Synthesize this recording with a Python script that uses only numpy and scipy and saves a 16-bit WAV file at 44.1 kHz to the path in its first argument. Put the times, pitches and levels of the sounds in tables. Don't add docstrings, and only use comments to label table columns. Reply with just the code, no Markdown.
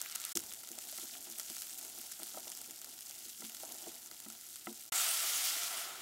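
import sys
import numpy as np
from scipy import signal
from scipy.fft import rfft, irfft, next_fast_len
from scipy.io import wavfile
from scipy.ndimage import uniform_filter1d, map_coordinates

SR = 44100
rng = np.random.default_rng(int(sys.argv[2]) if len(sys.argv) > 2 else 0)


def amplitude_ratio(level_db):
    exponent = np.asarray(level_db, float) / 20
    return 10 ** exponent


def unload_wav(signal):
    wavfile.write(
        sys.argv[1],
        SR,
        np.round(np.clip(np.atleast_2d(signal).T, -1, 1) * 32767).astype(np.int16),
    )


N = 265129
TIME = np.arange(N) / SR


def unit(x):
    return x / np.sqrt(np.mean(x ** 2) + 1e-20)


def curve(rows):
    s, db = np.transpose(rows)
    return np.interp(TIME, s, db)


def impulses(s, gain):
    return np.bincount(np.round(s * SR).astype(int), gain, N)


def wobble(rate):
    return map_coordinates(rng.standard_normal(int(N * rate / SR) + 4), [np.arange(N) * rate / SR])


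def filtered(x, response):
    m = next_fast_len(N + 8192)
    return irfft(rfft(x, m) * response(np.fft.rfftfreq(m, 1 / SR)), m)[..., :N]


def coloured(x, spectrum):
    f, db = np.transpose(spectrum)
    return unit(filtered(x, lambda hz: amplitude_ratio(np.interp(np.log(hz + 1), np.log(f + 1), db))))


def resonances(modes, hz):
    total = 0
    for k, (centre, width, db) in enumerate(modes):
        damping = 1j * hz * width
        total = total + (-1) ** k * amplitude_ratio(db) * damping / (centre ** 2 - hz ** 2 + damping)
    return total


def patchy(depth_db):
    z = signal.stft(rng.standard_normal(N), nperseg=256)[2]
    field = uniform_filter1d(rng.standard_normal(z.shape), size=8, axis=0)
    field = uniform_filter1d(field, size=10, axis=1)
    return signal.istft(z * amplitude_ratio(depth_db * unit(field)), nperseg=256)[1][:N]


def bursts(s, gain, hz, cycles, size):
    k = np.arange(size)
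    turns = np.clip(hz, 300, 15500)[:, None] * k / SR
    wave = np.sin(2 * np.pi * turns) * (1 - np.exp(-turns / 0.28)) * np.exp(-turns / cycles)
    wave *= (gain / np.abs(wave).max(axis=1))[:, None]
    at = np.round(s * SR).astype(int)[:, None] + k
    return np.bincount(at.ravel(), wave.ravel(), N + size)[:N]


def crackle(count, centre_hz, spread, scatter_db, cycles):
    u, g = rng.random((count, 2)), rng.standard_normal(count)
    gain = amplitude_ratio(-scatter_db * np.log(1 - .98 * u[:, 1]))
    return unit(bursts(u[:, 0] * N / SR, gain, centre_hz * np.exp(spread * g), cycles, size=64))


# time in seconds, sizzle level in dB.
FRYING = [(0, -47.5), (0.11, -52), (0.325, -45), (0.39, -44.5), (0.41, -50), (0.66, -52), (1.05, -47),
          (1.2, -51), (1.48, -47), (1.98, -49.5), (2.57, -50), (2.7, -53), (3.15, -50.5), (3.93, -50.5),
          (4.07, -54.5), (4.38, -52.5), (4.42, -51), (4.89, -53.5)]


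def frying():
    sizzle_db = curve(FRYING)
    clumps = amplitude_ratio(0.77 * wobble(21.99) + 1.64 * wobble(70))
    return fine_sizzle(sizzle_db, clumps) + large_bubbles(sizzle_db, clumps) + pops(sizzle_db)


# frequency in Hz, level in dB per Hz.
OIL = [(900, -52), (1500, -11), (2500, -13), (3300, -7.5), (5000, 0), (7400, 5), (9000, 0.5), (13000, 2),
       (15800, -3.5)]


def fine_sizzle(sizzle_db, clumps):
    hiss = coloured(patchy(depth_db=0.0), OIL)
    grains = crackle(count=13000, centre_hz=7860, spread=0.51, scatter_db=4.0, cycles=0.87)
    grains = coloured(grains, [(800, -29), (2500, -6), (7000, 0.5), (15000, 4.0)])
    return amplitude_ratio(sizzle_db + 1.5) * unit(amplitude_ratio(1) * (clumps ** 0.5 * hiss + clumps * grains))


# frequency in Hz, level in dB per Hz.
DEEP_COLOUR = [(400, -15), (800, -26), (1500, 0.5), (2600, 2.5), (4500, 5), (9000, -20)]
DEEP_DB, DEEP_FOLLOWS = -64.5, 0.48
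UNSTIRRED_DB = 10


def large_bubbles(sizzle_db, clumps):
    level_db = DEEP_DB + DEEP_FOLLOWS * (sizzle_db - sizzle_db.mean()) + UNSTIRRED_DB * (TIME < CUTS[0][1])
    noise = coloured(patchy(depth_db=2.5), DEEP_COLOUR)
    large = crackle(count=3000, centre_hz=2230, spread=0.39, scatter_db=-1.5, cycles=0.33)
    return amplitude_ratio(level_db - 2.5) * unit(clumps ** 0.093 * noise + amplitude_ratio(-6.5) * large)


SMALL_POPS, SMALL_HZ, SMALL_SPREAD = 320, 8200, .3
SMALL_DB, SMALL_SCATTER_DB = 15.5, 2.0
SMALL_RING, LOW_SOFT_DB = 1.7, 3.5
# time in
# seconds, peak in dB, pitch in Hz.
BIG_POPS = [(0.0154, -17, 8000), (0.0251, -27, 12000), (0.06, -33, 2300), (0.0983, -28, 5200),
            (0.1118, -29, 9500), (0.1181, -31, 7900), (0.1241, -31, 4700), (0.1503, -30, 5000),
            (0.1527, -22, 10800), (0.1546, -23, 7100), (0.1585, -18, 9000), (0.2002, -31, 6900),
            (0.2166, -28, 8400), (0.24, -28, 4000), (0.251, -18, 7100), (0.2933, -28, 7700),
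            (0.3194, -31, 7200), (0.3548, -22, 5800), (0.3572, -26, 8600), (0.362, -25, 8400),
            (0.3721, -15, 8300), (0.3745, -22, 7700), (0.3924, -28, 7500), (0.4, -30, 6400),
            (0.4379, -30, 11100), (0.4637, -32, 6900), (0.5177, -36, 3000), (0.5247, -30, 8100),
            (0.5367, -25, 10500), (0.6338, -31, 11000),
            (0.6888, -28, 10300), (0.7166, -28, 7100), (0.7876, -26, 9000), (0.926, -29, 6200),
                (0.9974, -27, 8300), (1.1522, -40, 2000), (1.3978, -22, 6900), (1.4014, -26, 6600),
                (1.4996, -27, 6800), (1.567, -28, 7000), (1.5822, -28, 8500), (1.6959, -28, 7000),
                (1.8497, -27, 10800), (2.1198, -26, 8600), (2.2324, -22, 9000), (2.501, -27, 8300),
                (2.5182, -28, 8900), (2.5739, -28, 6900), (2.7093, -29, 6900), (2.8163, -30, 8100),
                (2.845, -27, 8100), (3.1102, -29, 6000), (3.5484, -29, 7900), (3.5688, -29, 6500),
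                (3.7219, -25, 9100), (4.1136, -28, 12300), (4.2019, -30, 7400), (4.2853, -28, 10700),
                (4.3011, -29, 8100), (4.5586, -27.5, 8300)]


def pops(sizzle_db):
    when = rng.random(SMALL_POPS) * CUTS[1][0]
    size, pitch = rng.standard_normal((2, SMALL_POPS))
    small_db = sizzle_db[(when * SR).astype(int)] + SMALL_DB + SMALL_SCATTER_DB * size
    small_db += LOW_SOFT_DB * np.minimum(pitch, 0)
    small = np.transpose([when, small_db, SMALL_HZ * np.exp(SMALL_SPREAD * pitch)])
    s, db, hz = np.vstack([BIG_POPS, small]).T
    cycles = 0.95 * np.exp(0.35 * rng.standard_normal((len(s), 1)))
    cycles[-SMALL_POPS:] *= SMALL_RING
    ringing = bursts(s, amplitude_ratio(db - 0.5), hz, cycles, size=96)
    t = np.arange(SR // 100) / SR
    splash = signal.fftconvolve(impulses(s, amplitude_ratio(db - 7.0)), amplitude_ratio(-60 * t / 0.007))[:N]
    return ringing + splash * coloured(rng.standard_normal(N), OIL)


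def spoon():
    return wall_taps() + base_thuds() + scrape()


RING_TIME = np.arange(SR // 4) / SR
SCATTER_DB, DETUNE = 1.3, .015
PUSH = 0.00012
# frequency in Hz, level in dB, t60 in seconds.
WALL = [(645, 2, 0.04), (757, 1.5, 0.032), (958, -14.5, 0.1), (1348, -6.5, 0.027), (2030, -14.5, 0.016),
        (2790, -14, 0.0033)]
# time in seconds, peak in dB, hardness in dB an octave.
TAPS = [(0.354, -46.5, -10), (0.634, -48, 17), (0.78, -40.5, -18), (0.928, -45.5, -31), (0.983, -43, 17.5),
        (1.027, -53, -9), (1.269, -45.5, 6), (1.499, -44.5, 10), (1.977, -47, 11), (2.197, -41, 7),
        (2.218, -44, 9), (2.343, -38.5, 8), (2.373, -29, 2.5), (2.47, -37.5, 5), (2.869, -50, 12),
        (3.101, -49, -6), (3.42, -42.5, 15), (3.634, -33.5, 2), (3.749, -42.5, 3), (3.869, -38.5, -31),
        (3.915, -47, 10), (4.113, -48.5, 14), (4.262, -47.5, 15.5), (4.67, -32.5, 16.5)]


def wall_taps():
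    out, t = np.zeros(N + SR), RING_TIME
    push = 0.5 * (1 - t / PUSH) * np.exp(-t / PUSH)
    for s, db, hard_db in TAPS:
        ring = np.zeros(len(t))
        for hz, level, t60 in WALL:
            level_db = level + SCATTER_DB * rng.standard_normal() + hard_db * np.log2(hz / 700)
            pitch = hz * (1 + DETUNE * rng.standard_normal())
            ring += amplitude_ratio(level_db - 60 * t / t60) * np.sin(2 * np.pi * pitch * t)
        out[round(s * SR):][:len(t)] += amplitude_ratio(db - 9) * (ring * (1 - np.exp(-t / 0.00089)) + push)
    return out[:N]


THUD_ROUGH_DB = 2.5
# frequency in Hz, level in dB, t60 in seconds.
BASE = [(224, -2, 0.24), (264.3, -1, 0.11), (341.4, 0.5, 0.14), (454, -5.5, 0.066)]
# time in seconds, peak in dB, pitch lift in dB an octave.
THUDS = [(0.355, -42, 5), (0.385, -58, 19), (0.706, -51, 9), (0.984, -60, 8), (1.025, -55, 12),
         (1.269, -50.5, 12), (1.299, -54, 0), (1.499, -52, 0), (1.977, -54, 6), (2.197, -56.5, 1),
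         (2.218, -53.5, 11), (2.343, -53.5, -3), (2.374, -72, 2), (2.681, -54, 9), (3.254, -57, 7),
         (3.397, -52.5, -1), (3.42, -54.5, 19), (3.438, -49.5, -23), (3.869, -50.5, 18), (4.112, -62, 13),
         (4.262, -50.5, -13), (4.67, -38.5, 4), (4.704, -54, 8)]


def base_thuds():
    out, t = np.zeros(N + SR), RING_TIME
    swell = (1 - np.exp(-t / 0.0085)) * (0.52 + np.exp(-t / 0.0094))
    rough_db = THUD_ROUGH_DB * wobble(45)
    for s, db, lift_db in THUDS:
        start, ring = round(s * SR), np.zeros(len(t))
        for hz, level, t60 in BASE:
            level_db = level + SCATTER_DB * rng.standard_normal() + lift_db * np.log2(hz / 280)
            ring += amplitude_ratio(level_db - 60 * t / t60) * np.sin(2 * np.pi * hz * t)
        out[start:][:len(t)] += amplitude_ratio(db + 2.5 + rough_db[start:][:len(t)]) * ring * swell
    return out[:N]


DRAG_DB, DRAG_T60 = -24, .14
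# time in seconds, level in dB.
SCRAPE = [(0, -64), (0.15, -76), (0.45, -63.5), (0.75, -66.5), (1.05, -67), (1.2, -65.5), (1.6, -70),
          (1.95, -62.5), (2.13, -71), (2.38, -64.5), (2.7, -66.5), (3.1, -75), (3.27, -70), (3.36, -71.5),
          (3.7, -63.5), (4.0, -66), (4.5, -75), (4.85, -69.5)]


def scrape():
    s, db, _ = np.transpose(TAPS)
    drag = signal.fftconvolve(impulses(s, amplitude_ratio(db + DRAG_DB)), amplitude_ratio(-60 * RING_TIME / DRAG_T60))[:N]
    body = [(hz, 3.6 / t60 * 2.44, level) for hz, level, t60 in BASE + WALL[:2]]
    lumps = amplitude_ratio(2.6 * wobble(24.92)) * rng.standard_normal(N)
    return (amplitude_ratio(curve(SCRAPE)) + drag) * unit(filtered(lumps, lambda hz: resonances(body, hz)))


SPLASH_DB, SPLASH_S = 8, .08
# time in seconds, hiss level in dB.
STEAM = [
    (4.93, -40),
    (4.97, -37.5),
    (5.084, -39),
    (5.222, -39.5),
    (5.49, -38.5),
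    (5.53, -41),
    (5.794, -44.5),
    (5.91, -50),
    (6.0, -53),
]


def steam():
    hiss_db, since = curve(STEAM), np.abs(TIME - CUTS[1][1])
    swing_db, splash_db = hiss_db + 40, SPLASH_DB * np.exp(-since / SPLASH_S)
    flow = vapour()
    return (hiss_and_fizz(flow, hiss_db, swing_db, since) + steam_jets(flow)
            + boil(swing_db, splash_db) + pour(since, splash_db))


# frequency in Hz, level in dB per Hz.
VAPOUR = [(1200, -13), (2000, -5.5), (3000, 0), (4200, 1), (7800, 5), (10000, 2.5), (13000, 1.5),
          (15800, -5.5)]


def vapour():
    rush = amplitude_ratio(0.19 * wobble(18) + 0.99 * wobble(90)) * coloured(patchy(depth_db=1.05), VAPOUR)
    spit = crackle(count=30000, centre_hz=5950, spread=0.706, scatter_db=3.5, cycles=2.0)
    return rush + amplitude_ratio(-4.5) * coloured(spit, [(1200, -17), (2500, -10.5), (7000, -3.5), (15000, 4.5)])


FIZZ_DB, FIZZ_GROWS = -39, 1.15
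DRY_BASE_DB, DRY_PEAK_S = 1.5, 0.17


def hiss_and_fizz(flow, hiss_db, swing_db, since):
    fizz = filtered(flow, lambda hz: 1 / (1 + (7000 / (hz + 1)) ** 6))
    dry_db = DRY_BASE_DB * since / DRY_PEAK_S * np.exp(1 - since / DRY_PEAK_S)
    return amplitude_ratio(hiss_db) * unit(flow - fizz) + amplitude_ratio(FIZZ_DB + FIZZ_GROWS * swing_db + dry_db) * unit(fizz)


JET_S, JET_WIDTH = 0.039, 0.32
# time in seconds, peak in dB, pitch in Hz.
JETS = [
    (4.98, -42, 7500),
    (5.09, -44, 8800),
    (5.36, -50, 6500),
    (5.485, -48, 5070),
]


def steam_jets(flow):
    out = np.zeros(N)
    for s, db, hz in JETS:
        jet = unit(filtered(flow, lambda f: resonances([(hz, JET_WIDTH * hz, 0)], f) ** 2))
        out += amplitude_ratio(db) * np.exp(-((TIME - s) / JET_S) ** 2) * jet
    return out


BOIL_DB, BOIL_FOLLOWS = -47, 0.2
# frequency in Hz, level in dB per Hz.
BOIL = [(150, -61), (300, 2), (600, 1.5), (1300, 2), (2500, 0.5), (4000, -14), (8000, -58)]


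def boil(swing_db, splash_db):
    churn = amplitude_ratio(1.0 * wobble(30)) * coloured(patchy(depth_db=1.0), BOIL)
    churn = filtered(churn, lambda hz: 1.53 + air_column(hz))
    return amplitude_ratio(BOIL_DB + BOIL_FOLLOWS * swing_db + splash_db - 5.5) * unit(churn)


POUR_DB, FILL_DB_PER_S = -72.5, 8


def pour(since, splash_db):
    drumming = coloured(patchy(depth_db=4.0), [(120, -27), (220, -8.0), (350, -1.0), (480, -14), (900, -24)])
    return amplitude_ratio(POUR_DB + FILL_DB_PER_S * since + 1.8 * splash_db + 11.5) * drumming


# frequency in Hz, width in Hz, level in dB.
POT_AIR = [(685, 133, 0.5), (1366, 158, 11.5), (2080, 510, -5.5), (2775, 260, 7), (3420, 500, -11.5)]


def air_column(hz):
    return resonances(POT_AIR, hz)


HUM_DB, JOLT_DB, JOLT_S = -75.5, 10.5, 0.05
# frequency in Hz, level in dB per Hz.
KITCHEN = [(13, -47), (22, -27), (70, -3.5), (162, -6.5), (231, -1), (296, -9), (347, -3.5), (500, -21),
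           (650, -20), (1100, -120)]


def kitchen():
    stirred = np.clip(TIME - CUTS[0][1], 0, None) / JOLT_S
    return amplitude_ratio(HUM_DB + JOLT_DB * stirred * np.exp(1 - stirred)) * coloured(rng.standard_normal(N), KITCHEN)


FILLS, FILL_S, FILL_DB = 14, .06, -17


def treble_patches(x):
    out, level = np.zeros(N), np.sqrt(np.abs(uniform_filter1d(x ** 2, size=2048)))
    n = round(FILL_S * SR)
    for when, low, wide in rng.random((FILLS, 3)):
        low_hz = 4800 * 2 ** low
        edges = [low_hz, min(low_hz * (1.2 + wide), 15800)]
        sos = signal.butter(6, edges, "bandpass", fs=SR, output="sos")
        band = signal.sosfilt(sos, rng.standard_normal(n))
        out[int(when * (N - n)):][:n] += amplitude_ratio(FILL_DB) * unit(band * signal.windows.tukey(n, .6))
    return out * level * [[1], [-1]]


# fade start in seconds, return in seconds, join click in dB.
CUTS = [
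    (0.323, 0.353, -10),
    (4.891, 4.921, -4),
]


def change_scenes(x):
    gate, joins = np.ones(N), np.zeros(N)
    for fade, back, click_db in CUTS:
        gate *= np.where(TIME < back, np.clip((fade + 0.011 - TIME) / 0.012, 0, 1) ** 2, 1)
        joins += (TIME >= back) * amplitude_ratio(click_db - 37.5 - 60 * np.abs(TIME - back) / 0.0043)
    return x * gate + joins


def scene():
    poured = TIME > CUTS[1][1]

    def pot(hz):
        no_bass = (1j * hz / (450 + 1j * hz)) ** 2
        return no_bass * (0.87 + air_column(hz))

    inside = filtered(np.where(poured, steam(), frying()), pot)
    return np.tile(inside + spoon() * ~poured + kitchen(), (2, 1))


def roll_off(x):
    return signal.sosfilt(signal.butter(12, 16730, fs=SR, output="sos"), x)


def record(dry):
    shots = change_scenes(dry + treble_patches(dry[0]))
    mix = filtered(shots, lambda hz: np.clip((15950 - hz) / 250, 0, 1))
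    return roll_off(mix)


dry = scene()
out = record(dry)
unload_wav(out)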